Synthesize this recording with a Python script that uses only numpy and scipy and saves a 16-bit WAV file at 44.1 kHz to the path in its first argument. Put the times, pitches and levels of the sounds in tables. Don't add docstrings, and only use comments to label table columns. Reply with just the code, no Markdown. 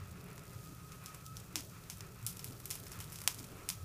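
import sys
import numpy as np
from scipy import signal
from scipy.fft import rfft, irfft, next_fast_len
from scipy.io import wavfile
from scipy.ndimage import uniform_filter1d

SR = 44100
rng = np.random.default_rng(int(sys.argv[2]) if len(sys.argv) > 2 else 0)


def store_pcm(level_fs):
    pcm = np.round(np.clip(level_fs, -1, 1) * 32767).astype(np.int16)
    wavfile.write(sys.argv[1], SR, np.atleast_2d(pcm).T)


N = 169344

# start_s, briskness [no unit; TICK_DB_PER_BRISKNESS turns it into dB]
BRISKNESS = [(0, -2), (.38, -1.5), (.58, -1), (1.0, -3), (1.33, -2.5), (1.7, -2), (2.2, 0), (2.5, 1.5),
             (2.65, 0.5), (3.0, 4), (3.2, -1.5), (3.45, 1.5), (3.65, -5.5), (3.84, -13)]
# freq_hz, gain_db
TICK_COLOUR = [(200, -63), (900, -1.5), (2200, -17.5), (3200, -1), (6000, -0.5), (9000, 0.5), (15000, 3)]
# freq_hz, relative_db [per Hz]
SIZZLE_SPECTRUM = [(300, -30), (1500, -39), (3000, -4), (4300, -0.5), (6800, 2.5), (10000, 0),
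                   (15000, -0.5)]
# start_s, level_db [rms]
SIZZLE_LEVEL = [(0, -66), (.4, -66.5), (.54, -61), (.66, -60), (.8, -62.5), (1.0, -62.5), (1.33, -62),
                (1.5, -63), (1.7, -61), (1.88, -62), (2.2, -64.5), (2.5, -62.5), (2.64, -63.5), (3.0, -65),
                (3.2, -58), (3.45, -63), (3.65, -60), (3.84, -60.5)]
# freq_hz, relative_db [per Hz]
RUMBLE_SPECTRUM = [(15, -27), (28, -15), (45, -9), (62, -8), (85, -4), (115, -1), (150, -4), (185, -5.5),
                   (225, -21.5), (300, -19.5), (600, -45.5), (2000, -71)]
# centre_s, length_s, centre_hz, level_db [rms at the peak]
FLAME_SURGES = [(0.06, 0.15, 97, -47), (0.252, 0.29, 170, -57.5), (0.568, 0.086, 107, -49.5),
                (0.712, 0.059, 278, -57.5), (1.29, 0.055, 117, -49.5), (1.575, 0.047, 283, -50.5),
                (2.036, 0.054, 118, -50), (2.259, 0.071, 113, -46.5), (2.49, 0.16, 112, -53.5),
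                (2.514, 0.073, 256, -57), (2.898, 0.25, 1690, -68), (2.998, 0.032, 102, -44.5),
                (3.412, 0.064, 253, -54), (3.605, 0.024, 1490, -61), (3.809, 0.075, 97, -45.5)]
# freq_hz, relative_db [per Hz]
OUTDOOR_SPECTRUM = [(100, -3.5), (230, -3.5), (280, -0.5), (325, -4), (410, 3), (490, -6), (570, -4),
                    (780, -10), (1200, -24), (3000, -39)]
# start_s, level_db
OUTDOOR_LEVEL = [(0, -64), (.45, -59), (.7, -61.5), (1.0, -62.5), (1.7, -62), (2.2, -61), (2.55, -58.5),
                 (2.85, -59), (3.1, -61), (3.5, -60.5), (3.84, -60.5)]
# freq_hz, relative_db [per Hz]
MID_HISS_SPECTRUM = [(300, -28), (800, -6), (1120, 1.5), (1350, 4.5), (1550, -1.5), (2200, -4.5),
                     (2560, -1), (2950, -9.5), (6000, -17), (15000, -37)]
# start_s, level_db
MID_HISS_LEVEL = [(0, -60.5), (.38, -62), (.55, -63), (1.1, -62.5), (1.7, -64.5), (2.3, -63.5),
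                  (2.7, -65.5), (3.0, -61), (3.5, -63.5), (3.6, -60), (3.84, -62.5)]
# start_s, pitch_hz, level_db
WHINE = [(0, 1261, -71), (.5, 1262, -69), (.7, 1255, -64.5), (.82, 1254, -69), (1.03, 1262, -62.5),
         (1.1, 1262, -57.5), (1.16, 1275, -66), (1.22, 1282, -64.5), (1.33, 1292, -60), (1.43, 1263, -75),
         (2.3, 1308, -74), (3.0, 1292, -72.5), (3.5, 1303, -75), (3.84, 1278, -65)]
# start_s, level_db [before POP_LIFT_DB], bass_db, treble_db,
# echo_db [sent to the yard, against the pop], ring_hz, splinter_db [against the snap, held to 0 at most]
TWIG_POPS = [(0.3794, -46.5, 10, -4, -11, 7250, -7), (0.3936, -52.5, 0, 0, -10, 7020, -11),
             (0.9201, -48.5, -2, 1, 0, 6460, -10), (1.0389, -50, 12, 10, -3, 12340, -7),
             (1.0603, -40.5, -6, -0.5, -1.5, 7100, -12), (1.1455, -43.5, 5, 4.5, -5, 7600, -1),
             (1.264, -44.5, -28, 0.5, -9, 6050, -8), (1.3688, -41.5, -36, -2.5, -4.5, 5800, -17),
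             (1.4004, -48, -18, 3, -10, 8020, 0), (1.5568, -28.5, -3.5, -3.5, -2.5, 5540, -14.5),
             (1.6069, -44, -3, -1, -10, 5230, -9), (1.8994, -37, -2, 0, -1, 6200, -11),
             (2.007, -41.5, 1, -5, -20, 5140, -8), (2.265, -27.5, -27, 6, -1, 10090, 13),
             (2.3699, -44.5, -16, 4, -7, 7850, -19), (2.3932, -42, -1, 0.5, -3, 5400, -2),
             (2.4437, -34.5, -4, 6, -4.5, 13500, -10), (2.5081, -51.5, -11, 3, -7, 8680, -3),
             (2.6006, -46, 8, 5, -6, 13430, 0), (2.6562, -35.5, -5, 6, -5.5, 11800, -4),
             (2.7044, -33, -8, 4.5, 0.5, 10900, -12), (2.7102, -33.5, -5.5, -0.5, -2, 6910, 0),
             (2.7544, -38, 0, 4.5, -3.5, 10910, -6), (2.8669, -44.5, 2, 0, -20, 5160, 3),
             (2.9175, -42.5, 4, 5, -16, 7410, -7), (2.926, -46.5, -2, 0, -1, 5520, 0),
             (3.0031, -39, 2, 2, 0, 3060, 4), (3.1214, -42.5, 3, 6, 5, 12150, 1),
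             (3.158, -42, -14, -2, -4, 11290, -5), (3.1871, -43.5, 2, 1, -13, 8980, 0),
             (3.2039, -45.5, 0, 1, -1, 13680, 1), (3.2166, -39, 5, 6, -8, 4750, -6),
             (3.238, -43.5, -1, 6, -1, 13470, -6), (3.2759, -19, 0, 0, -10.5, 3250, -12),
             (3.3455, -42.5, -22, 3, -8, 13350, -7), (3.3864, -47.5, -15, -4, -7, 6730, 1),
             (3.3914, -44, -10, 1, -11, 6900, 0), (3.3998, -46.5, 6, 1, -0.5, 9540, 4),
             (3.4421, -50.5, 2, 0, 2, 5540, 4), (3.6892, -26.5, -5, 4.5, -7, 8900, 1),
             (3.701, -32, -6.5, -3, -5.5, 4790, -6)]
# freq_hz, gain_db
POP_COLOUR = [(100, -29), (480, -11.5), (950, 0.5), (1400, -4), (2300, 1.5), (3200, -0.5), (4100, -1),
              (5400, 3), (8000, 2), (13000, -1), (15000, -5)]

SNAP_S, SPLINTER_S = 0.00063, 0.0029
FLATTEN = .5

TICKS_PER_S, TICK_DB, TICK_SPREAD_DB = 300, -46.5, 4.5
TICK_DB_PER_BRISKNESS = 1.7
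LEAF_HZ, LEAF_SPREAD, LEAF_WIDTH_HZ, LEAF_RING_DB = 7300, 0.59, 1400, 8.5
LEAF_SPLINTER_DB = -9.5
SIZZLE_GRAIN_DB = -0.5
RUMBLE_DB, FLUTTER_DB = -53.5, 0.6
SURGE_WIDTH = 0.15
OUTDOOR_DRIFT_DB, MID_HISS_DRIFT_DB = 2.16, 2.2
WHINE_WAVER_HZ, WHINE_FLICKER_DB, WHINE_OCTAVE_DB = 11.9, 2.5, -20
ECHO_DELAY_S, ECHO_T60_S, ECHO_DB, FAR_T60_S, FAR_DB = .005, 0.19, -0.5, 0.78, -27.5
ECHO_GRAIN_DB = 3
TICK_ECHO_DB = -12
POP_LIFT_DB = 20.5
RING_WIDTH_HZ, RING_DB = 200, 9
TOP_HZ = 15200


def undb(db):
    return 10 ** (np.asarray(db) / 20)


def unit(x):
    return x / np.sqrt(np.mean(x ** 2))


def sized(x, db):
    return x / np.sqrt(np.sum(x ** 2)) * undb(db)


def curve(table, axis=1):
    rows = np.array(table)
    return np.interp(np.arange(N) / SR, rows[:, 0], rows[:, axis])


def walk(rate):
    k = max(int(SR / rate), 2)
    steps = rng.standard_normal(N // 8)[np.arange(N) // k]
    return unit(uniform_filter1d(uniform_filter1d(steps, k), k))


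def colour(x, points):
    size = 2 * next_fast_len(len(x))
    hz, db = np.array(points, float).T
    log_freq = np.log(np.fft.rfftfreq(size, 1 / SR) + 1)
    gain = undb(np.interp(log_freq, np.log(hz), db))
    cepstrum = irfft(np.log(gain))
    cepstrum[1:size // 2] *= 2
    cepstrum[size // 2 + 1:] = 0
    response = np.exp(rfft(cepstrum))
    return irfft(rfft(x, size) * response)[:len(x)]


def noise(spectrum):
    return unit(colour(rng.standard_normal(N), spectrum))


def add(out, at_s, x):
    i = max(int(at_s * SR), 0)
    out[i:i + len(x)] += x[:max(N - i, 0)]


def ring(x, hz, width_hz, db):
    hz = min(hz, .4 * SR)
    b, a = signal.iirpeak(hz, hz / width_hz, fs=SR)
    return x + (undb(db) - 1) * signal.lfilter(b, a, x)


def crack(splinter_db, size=640):
    t = np.arange(size) / SR
    snap, fibres = rng.standard_normal((2, size))
    x = np.tanh(2 * snap) * np.exp(-t / SNAP_S)
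    x = x + undb(min(splinter_db, 0)) * fibres * np.exp(-t / SPLINTER_S)
    for _ in range(2):
        spectrum = rfft(x, 2 * size)
        x = irfft(spectrum / (np.abs(spectrum) + 1e-12) ** FLATTEN)[:size]
    return sized(x, 0)


def leaf_ticks(briskness, count=2000):
    out = np.zeros(N)
    gaps, strengths = rng.exponential(size=(count, 2)).T
    starts_s = np.cumsum(gaps) / TICKS_PER_S
    levels_db = TICK_DB + TICK_SPREAD_DB * np.minimum(strengths, 3.2)
    pitches_hz = LEAF_HZ * np.exp(LEAF_SPREAD * rng.standard_normal(count))
    for start_s, level_db, pitch_hz in zip(starts_s, levels_db, pitches_hz):
        if start_s < N / SR:
            tick = ring(crack(LEAF_SPLINTER_DB), pitch_hz, LEAF_WIDTH_HZ, LEAF_RING_DB)
            add(out, start_s, sized(tick, level_db))
    return colour(out, TICK_COLOUR) * undb(TICK_DB_PER_BRISKNESS * briskness)


def sizzle():
    grains = rng.standard_normal(N) * undb(SIZZLE_GRAIN_DB * walk(1800))
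    return unit(colour(grains, SIZZLE_SPECTRUM)) * undb(curve(SIZZLE_LEVEL))


def flames():
    out = noise(RUMBLE_SPECTRUM) * undb(RUMBLE_DB + FLUTTER_DB * walk(11))
    t = np.arange(N) / SR
    for centre_s, length_s, centre_hz, level_db in FLAME_SURGES:
        offset = (np.fft.rfftfreq(N, 1 / SR) / centre_hz - 1) / SURGE_WIDTH
        band = irfft(rfft(rng.standard_normal(N)) * np.exp(-offset ** 2 / 2), N)
        swell = np.exp(-(2 * (t - centre_s) / length_s) ** 2)
        swell_rms = np.sqrt(np.mean(swell ** 2))
        out = out + unit(band * swell) * swell_rms * undb(level_db)
    return out


def outdoor_air():
    return noise(OUTDOOR_SPECTRUM) * undb(curve(OUTDOOR_LEVEL) + OUTDOOR_DRIFT_DB * walk(16))


def mid_hiss():
    return noise(MID_HISS_SPECTRUM) * undb(curve(MID_HISS_LEVEL) + MID_HISS_DRIFT_DB * walk(21.78))


def thin_whine():
    pitch_hz = curve(WHINE) + WHINE_WAVER_HZ * walk(130)
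    phase = 2 * np.pi * np.cumsum(pitch_hz) / SR
    tone = unit(np.sin(phase) + undb(WHINE_OCTAVE_DB) * np.sin(2 * phase))
    return tone * undb(curve(WHINE, axis=2) + WHINE_FLICKER_DB * walk(45))


def yard_echo(x, size=24000):
    t = np.arange(size) / SR
    fade = undb(-60 * t / ECHO_T60_S) + undb(FAR_DB - 60 * t / FAR_T60_S)
    grain = undb(ECHO_GRAIN_DB * np.clip(walk(1500)[:size], -2, 2))
    scatter = rng.standard_normal(size) * grain * fade * (t > ECHO_DELAY_S)
    return signal.fftconvolve(x, sized(scatter, ECHO_DB))[:N]


def twig_pops(size=640):
    direct, sent = np.zeros(N), np.zeros(N)
    for start_s, level_db, bass_db, treble_db, echo_db, ring_hz, splinter_db in TWIG_POPS:
        tone = [(1600, bass_db), (3200, 0), (6500, 0), (10000, treble_db)]  # (Hz, dB)
        pulse = colour(signal.unit_impulse(size), tone)
        pop = ring(np.convolve(pulse, crack(splinter_db)), ring_hz, RING_WIDTH_HZ, RING_DB)
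        pop_db = level_db + POP_LIFT_DB
        add(direct, start_s, sized(pop, pop_db))
        add(sent, start_s, sized(pulse, pop_db + echo_db))
    return colour(direct, POP_COLOUR), colour(sent, POP_COLOUR)


def scene():
    pops, sent = twig_pops()
    ticks = leaf_ticks(curve(BRISKNESS))
    echo = yard_echo(sent + undb(TICK_ECHO_DB) * ticks)
    fire = pops + ticks + sizzle() + flames()
    background = outdoor_air() + mid_hiss() + thin_whine()
    return (fire + echo + background)[None]


def record(dry):
    low_pass = signal.ellip(10, .2, 70, TOP_HZ, fs=SR, output="sos")
    return signal.sosfilt(low_pass, dry)


dry = scene()
out = record(dry)
store_pcm(out)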